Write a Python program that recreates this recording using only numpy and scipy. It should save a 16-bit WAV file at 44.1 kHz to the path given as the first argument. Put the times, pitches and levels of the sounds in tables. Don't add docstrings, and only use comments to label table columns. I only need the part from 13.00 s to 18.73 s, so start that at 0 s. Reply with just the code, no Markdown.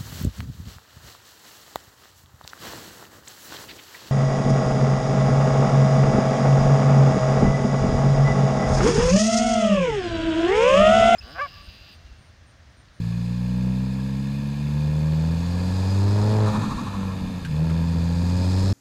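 import sys
import numpy as np
from scipy import signal
from scipy.fft import rfft, irfft
from scipy.io import wavfile

SR = 44100
rng = np.random.default_rng(int(sys.argv[2]) if len(sys.argv) > 2 else 0)


def materialize(psi):
    bounded = np.clip(np.atleast_2d(psi).T, -1, 1)
    quanta = np.round(bounded * 32767).astype(np.int16)
    wavfile.write(sys.argv[1], SR, quanta)


N = 252693
TIME = np.arange(N) / SR
BINS = np.fft.rfftfreq(N, 1 / SR)

# [t/s, f/Hz]
FIRING_RATE = [(0, 56.2), (.45, 60.7), (1.08, 66.08), (1.7, 72.83), (2.2, 79.3), (2.52, 87.55),
               (2.88, 95.04), (3.36, 107.8), (3.46, 105.3), (3.58, 105), (3.75, 102.4), (4.1, 94.46),
               (4.42, 89.8), (4.52, 74.84), (4.62, 79.8), (4.8, 83.14), (5.1, 84.2), (5.73, 96.74)]
# [t/s, level/dB]; each layer takes its own share of it
ENGINE_LOAD = [(0, -2), (.35, 0.2), (.65, 5), (.95, 0.9), (1.55, -2.5), (1.75, 1.65), (2.25, 2.35),
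               (2.4, -1), (2.8, -2.5), (3.35, 4), (3.6, 3), (3.75, -9), (4, 2), (4.45, -3.5), (4.6, 1.65),
               (5.73, 1)]
LIFT_S, SHUTTING_S = 3.46, 0.097
REOPEN_S, OPENING_S = 4.49, 0.026


def gain_of(db):
    return 10 ** (np.asarray(db) / 20)


def evened(x):
    return x / np.sqrt(np.mean(x ** 2) + 1e-20)


def curves(rows):
    s, *columns = np.transpose(rows)
    return [np.interp(TIME, s, c) for c in columns]


def read(points, hz):
    f, db = np.transpose(points)
    return gain_of(np.interp(np.log(hz + 1), np.log(f + 1), db))


def coloured(x, points):
    return evened(irfft(rfft(x) * read(points, BINS), N))


def noise():
    return rng.standard_normal(N)


def wander(hz):
    return evened(irfft(rfft(noise()) / (1 + (BINS / hz) ** 4), N))


def resonate(x, hz, width):
    r = np.exp(-np.pi * width / SR)
    pole = r * np.exp(2j * np.pi * hz / SR)
    return 2 * signal.lfilter([1 - r], [1, -pole], x).real


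def engine_bay(x, ring_s=.012, wet=.8):
    t = TIME[:SR // 10]
    envelope = np.exp(-t / ring_s) * (1 - np.exp(-t / ring_s))
    echoes = rng.standard_normal(len(t)) * envelope
    return x + wet * signal.oaconvolve(x, echoes / np.linalg.norm(echoes))[:N]


def ramp(start_s, length_s):
    return np.clip((TIME - start_s) / length_s, 0, 1)


def shut():
    return ramp(LIFT_S, SHUTTING_S) - ramp(REOPEN_S, OPENING_S)


def effort(mid_db, octave_db, load_share, shut_db, refill_db=0, mid_firing_hz=80, refill_s=0.46):
    octaves = np.log2(curves(FIRING_RATE)[0] / mid_firing_hz)
    refill = ramp(REOPEN_S, OPENING_S) * np.exp(-((TIME - REOPEN_S) / refill_s) ** 2)
    speed_db = mid_db + octave_db * octaves
    return speed_db + load_share * curves(ENGINE_LOAD)[0] + shut_db * shut() + refill_db * refill


def buffet(start_db=-45, climb_db_per_s=2.35, gust_db=2):
    # [f/Hz, level/dB]
    wind_spectrum = [(5, -6), (12, 1), (30, -4.5), (65, -6), (140, 0), (240, -4.5), (320, -14.5),
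                     (600, -45), (2000, -72)]
    # [t/s, level/dB, rise/s, decay/s]
    gusts = [(3.57, -22, 0.044, 0.18), (4.27, -33, 0.069, 0.093)]
    power = gain_of(start_db + climb_db_per_s * TIME) ** 2
    for s, db, rise_s, decay_s in gusts:
        envelope = np.exp(np.minimum((TIME - s) / rise_s, (s - TIME) / decay_s))
        power = power + (gain_of(db) * envelope) ** 2
    lumps = gain_of(gust_db * wander(6.3))
    return np.sqrt(power) * lumps * coloured(noise(), wind_spectrum)


def knocks(decay_s=0.013, width_hz=250, tick_db=-1, rattle=1.0):
    # [t/s, level/dB, ring f/Hz]
    impacts = [(4.449, -36.5, 1590), (4.698, -40.5, 1327)]
    # [f/Hz, level/dB]
    tick_spectrum = [(800, -10), (1600, 9), (2100, 1.5), (3400, 4), (4500, -5), (8600, -7), (11000, -15),
                     (15000, -25)]
    out, tick = np.zeros(N), coloured(noise(), tick_spectrum)
    chatter = 1 + rattle * wander(width_hz)
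    for s, db, hz in impacts:
        t = TIME - s
        ring = chatter * np.sin(2 * np.pi * hz * t)
        decay = (t >= 0) * np.exp(-abs(t) / decay_s)
        out += gain_of(db) * decay * (ring + gain_of(tick_db) * tick)
    return out


def flutter(count=9, delay_s=.02, every_s=.078, chuff_db=-31.5, fade_s=0.55, chuff_hz=1071,
            half_s=0.02, width_hz=150, rise_hz_per_s=3500, air_db=-9,
            bleed_db=-36, bleed_rise_s=0.12, bleed_fade_db_per_s=17):
    # [f/Hz, level/dB]
    air_spectrum = [(700, -2), (820, 18), (1350, 15), (1560, 3), (1800, 10.5), (2000, -9), (2500, 3),
                    (3000, -7), (3950, 6.5), (5000, -12), (6500, -2.5), (9500, -14), (15000, -36)]
    air = coloured(noise(), air_spectrum)
    bleeding = ramp(LIFT_S - bleed_rise_s, bleed_rise_s) - ramp(REOPEN_S, OPENING_S)
    out = bleeding * gain_of(bleed_db - bleed_fade_db_per_s * (TIME - LIFT_S)) * air
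    for age in every_s * np.arange(count):
        t = TIME - (LIFT_S + delay_s + age)
        pressure = np.exp(-(age / fade_s) ** 2)
        jet = wander(width_hz * pressure) + 1j * wander(width_hz * pressure)
        jet = jet / np.sqrt(abs(jet))
        cycles = (chuff_hz + pressure * rise_hz_per_s * t / 2) * t
        duct = evened((jet * np.exp(2j * np.pi * cycles)).real)
        burst = pressure * np.exp(-(t / half_s) ** 2)
        out += gain_of(chuff_db) * burst * (duct + pressure * gain_of(air_db) * air)
    return out


def turbo(firings, throb=0.094, flicker_db=1., swirl_hz=5200, climb_hz_per_db=60,
          swirl_width_hz=140, swirl_db=-8):
    # [t/s, level/dB]
    boost = [(0, -55.5), (1.5, -57.5), (2.45, -49), (2.8, -44.5), (3.3, -41.5), (3.6, -49.5), (4.1, -63),
             (4.6, -53.5), (5.1, -47.5), (5.65, -39)]
    # [f/Hz, level/dB]
    hiss_spectrum = [(1500, -3), (3000, -12), (3900, 1), (4600, 1.5), (5200, -0.5), (5700, -7), (6700, -4),
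                     (8300, -10.5), (9500, -18), (11500, -19.5), (13500, -37), (15700, -32)]
    boost_db = curves(boost)[0]
    draw = 1 - throb * np.cos(2 * np.pi * firings)
    air = noise() * draw * gain_of(flicker_db * wander(90))
    hiss = coloured(engine_bay(air, ring_s=0.0039, wet=0.68), hiss_spectrum)
    centre_hz = swirl_hz + climb_hz_per_db * (boost_db - boost_db.max())
    band = wander(swirl_width_hz) + 1j * wander(swirl_width_hz)
    swirl = band * np.exp(2j * np.pi * np.cumsum(centre_hz) / SR)
    return gain_of(boost_db) * (hiss + gain_of(swirl_db) * evened(swirl.real))


def clatter(firings, tick_firings=0.23, wash=0.91, ring_db=-7):
    # [f/Hz, level/dB]
    clatter_spectrum = [(400, 9), (750, 2), (1130, 5), (1450, 0.5), (1750, 3), (2020, -2), (2350, 2.5),
                        (3000, 2.5), (3700, 2), (4800, -2), (5600, -9.5), (7800, -10), (9600, -17),
                        (12300, -12.5), (13500, -60), (15700, -58)]
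    # [f/Hz, width/Hz, relative level/dB]
    covers = [(930, 60, -3), (1152, 55, -1.5), (1700, 86, 1.5), (2195, 96, -1.5), (2490, 115, 2),
              (4305, 130, -4.5), (4696, 105, -1.5), (6740, 130, -14), (8820, 78, -14.5)]
    ticks = np.exp(-(firings % 1) / tick_firings)
    drive = engine_bay(noise() * (wash + ticks), ring_s=0.0026, wet=0.64)
    rings = sum(gain_of(db) * resonate(drive, hz, width) for hz, width, db in covers)
    level_db = effort(mid_db=-46.5, octave_db=6.5, load_share=.05, shut_db=-1.5)
    return gain_of(level_db) * (coloured(drive, clatter_spectrum) + gain_of(ring_db) * evened(rings))


def rush(firings, throb=0.057):
    # [f/Hz, level/dB]
    rush_spectrum = [(200, 14), (330, 2.5), (500, 7.5), (700, 2.5), (950, 5.5), (1250, -5.5), (1500, -9),
                     (1750, -3.5), (2100, -28), (5000, -66)]
    puffs = noise() * (1 - throb * np.cos(2 * np.pi * firings))
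    level_db = effort(mid_db=-41.5, octave_db=30, load_share=0.063, shut_db=-8.0, refill_db=1)
    return gain_of(level_db) * coloured(puffs, rush_spectrum)


def rasp(firings, firing_hz, flare_hz=107, flare_width_hz=5, flare_db=2):
    # [f/Hz, level/dB]
    pipe_response = [(150, -29), (240, -36), (290, -9), (345, -11), (400, -7.5), (470, 3), (525, 4),
                     (585, -9.5), (640, 3), (720, -18.5), (950, -6), (1300, -15), (2000, -25), (4000, -56)]
    cylinder_db = [1.5, -2, 3, -4]
    at = np.flatnonzero(np.diff(np.floor(firings + .5)))
    pulses = np.zeros(N)
    pulses[at] = gain_of(np.resize(cylinder_db, len(at)) + noise()[at])
    level_db = effort(mid_db=-44.5, octave_db=14, load_share=1.1, shut_db=-6, refill_db=2.5)
    level_db = level_db + flare_db * np.exp(-((firing_hz - flare_hz) / flare_width_hz) ** 2)
    return gain_of(level_db) * coloured(engine_bay(pulses, ring_s=0.0038, wet=1.0), pipe_response)


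def boom(firings, firing_hz, waver=0.033, shut_waver=0.15, uneven=0.062):
    # [f/Hz, peak level/dB]
    tract_response = [(56, -34.5), (69, -35), (99, -15.5), (108, -20), (124, -29), (155, -20.5),
                      (188, -25.5), (212, -25), (228, -36), (275, -32.5), (340, -59), (430, -26)]
    # [f/Hz, width/Hz]
    tract_modes = [(60, 16), (155, 25), (277, 200)]
    # [relative level/dB, change with the throttle shut/dB]
    harmonics = [(1.5, -12), (1, -3), (-0.5, -5.5), (-4, -35)]

    def lag(f):
        return sum(np.arctan2(f * width, hz ** 2 - f ** 2) for hz, width in tract_modes)

    closed = shut()
    stroke = 2 * np.pi * firings + lag(firing_hz)
    orders = 0
    for k, (db, shut_db) in enumerate(harmonics, 1):
        level = read(tract_response, k * firing_hz) * gain_of(db + shut_db * closed)
        unsteady = 1 + (waver + shut_waver * closed) * wander(15)
        orders = orders - level * unsteady * np.cos(k * stroke - lag(k * firing_hz))
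    lope = np.cos(np.pi * firings) + wander(33) * np.cos(np.pi * firings / 2)
    return gain_of(curves(ENGINE_LOAD)[0]) * orders * (1 + uneven * lope)


def scene():
    firing_hz = curves(FIRING_RATE)[0] * (1 + .002 * wander(14))
    firings = np.cumsum(firing_hz) / SR
    engine = boom(firings, firing_hz) + rasp(firings, firing_hz) + rush(firings) + clatter(firings)
    return (engine + turbo(firings) + flutter() + knocks() + buffet())[None]


def record(dry, ceiling=0.17, coupling_hz=24, leak=0.056, edge_hz=15720):
    limited = dry / (1 + (dry / ceiling) ** 10) ** (1 / 10)
    overloaded = leak * dry + (1 - leak) * limited
    tilted = signal.lfilter(*signal.butter(1, coupling_hz, "high", fs=SR), overloaded)
    tilted = tilted * signal.windows.tukey(N, .001)
    low_pass = signal.firwin(1023, edge_hz, window=("kaiser", 9), fs=SR)
    return signal.oaconvolve(tilted, low_pass[None], "same")


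dry = scene()
out = record(dry)
materialize(out)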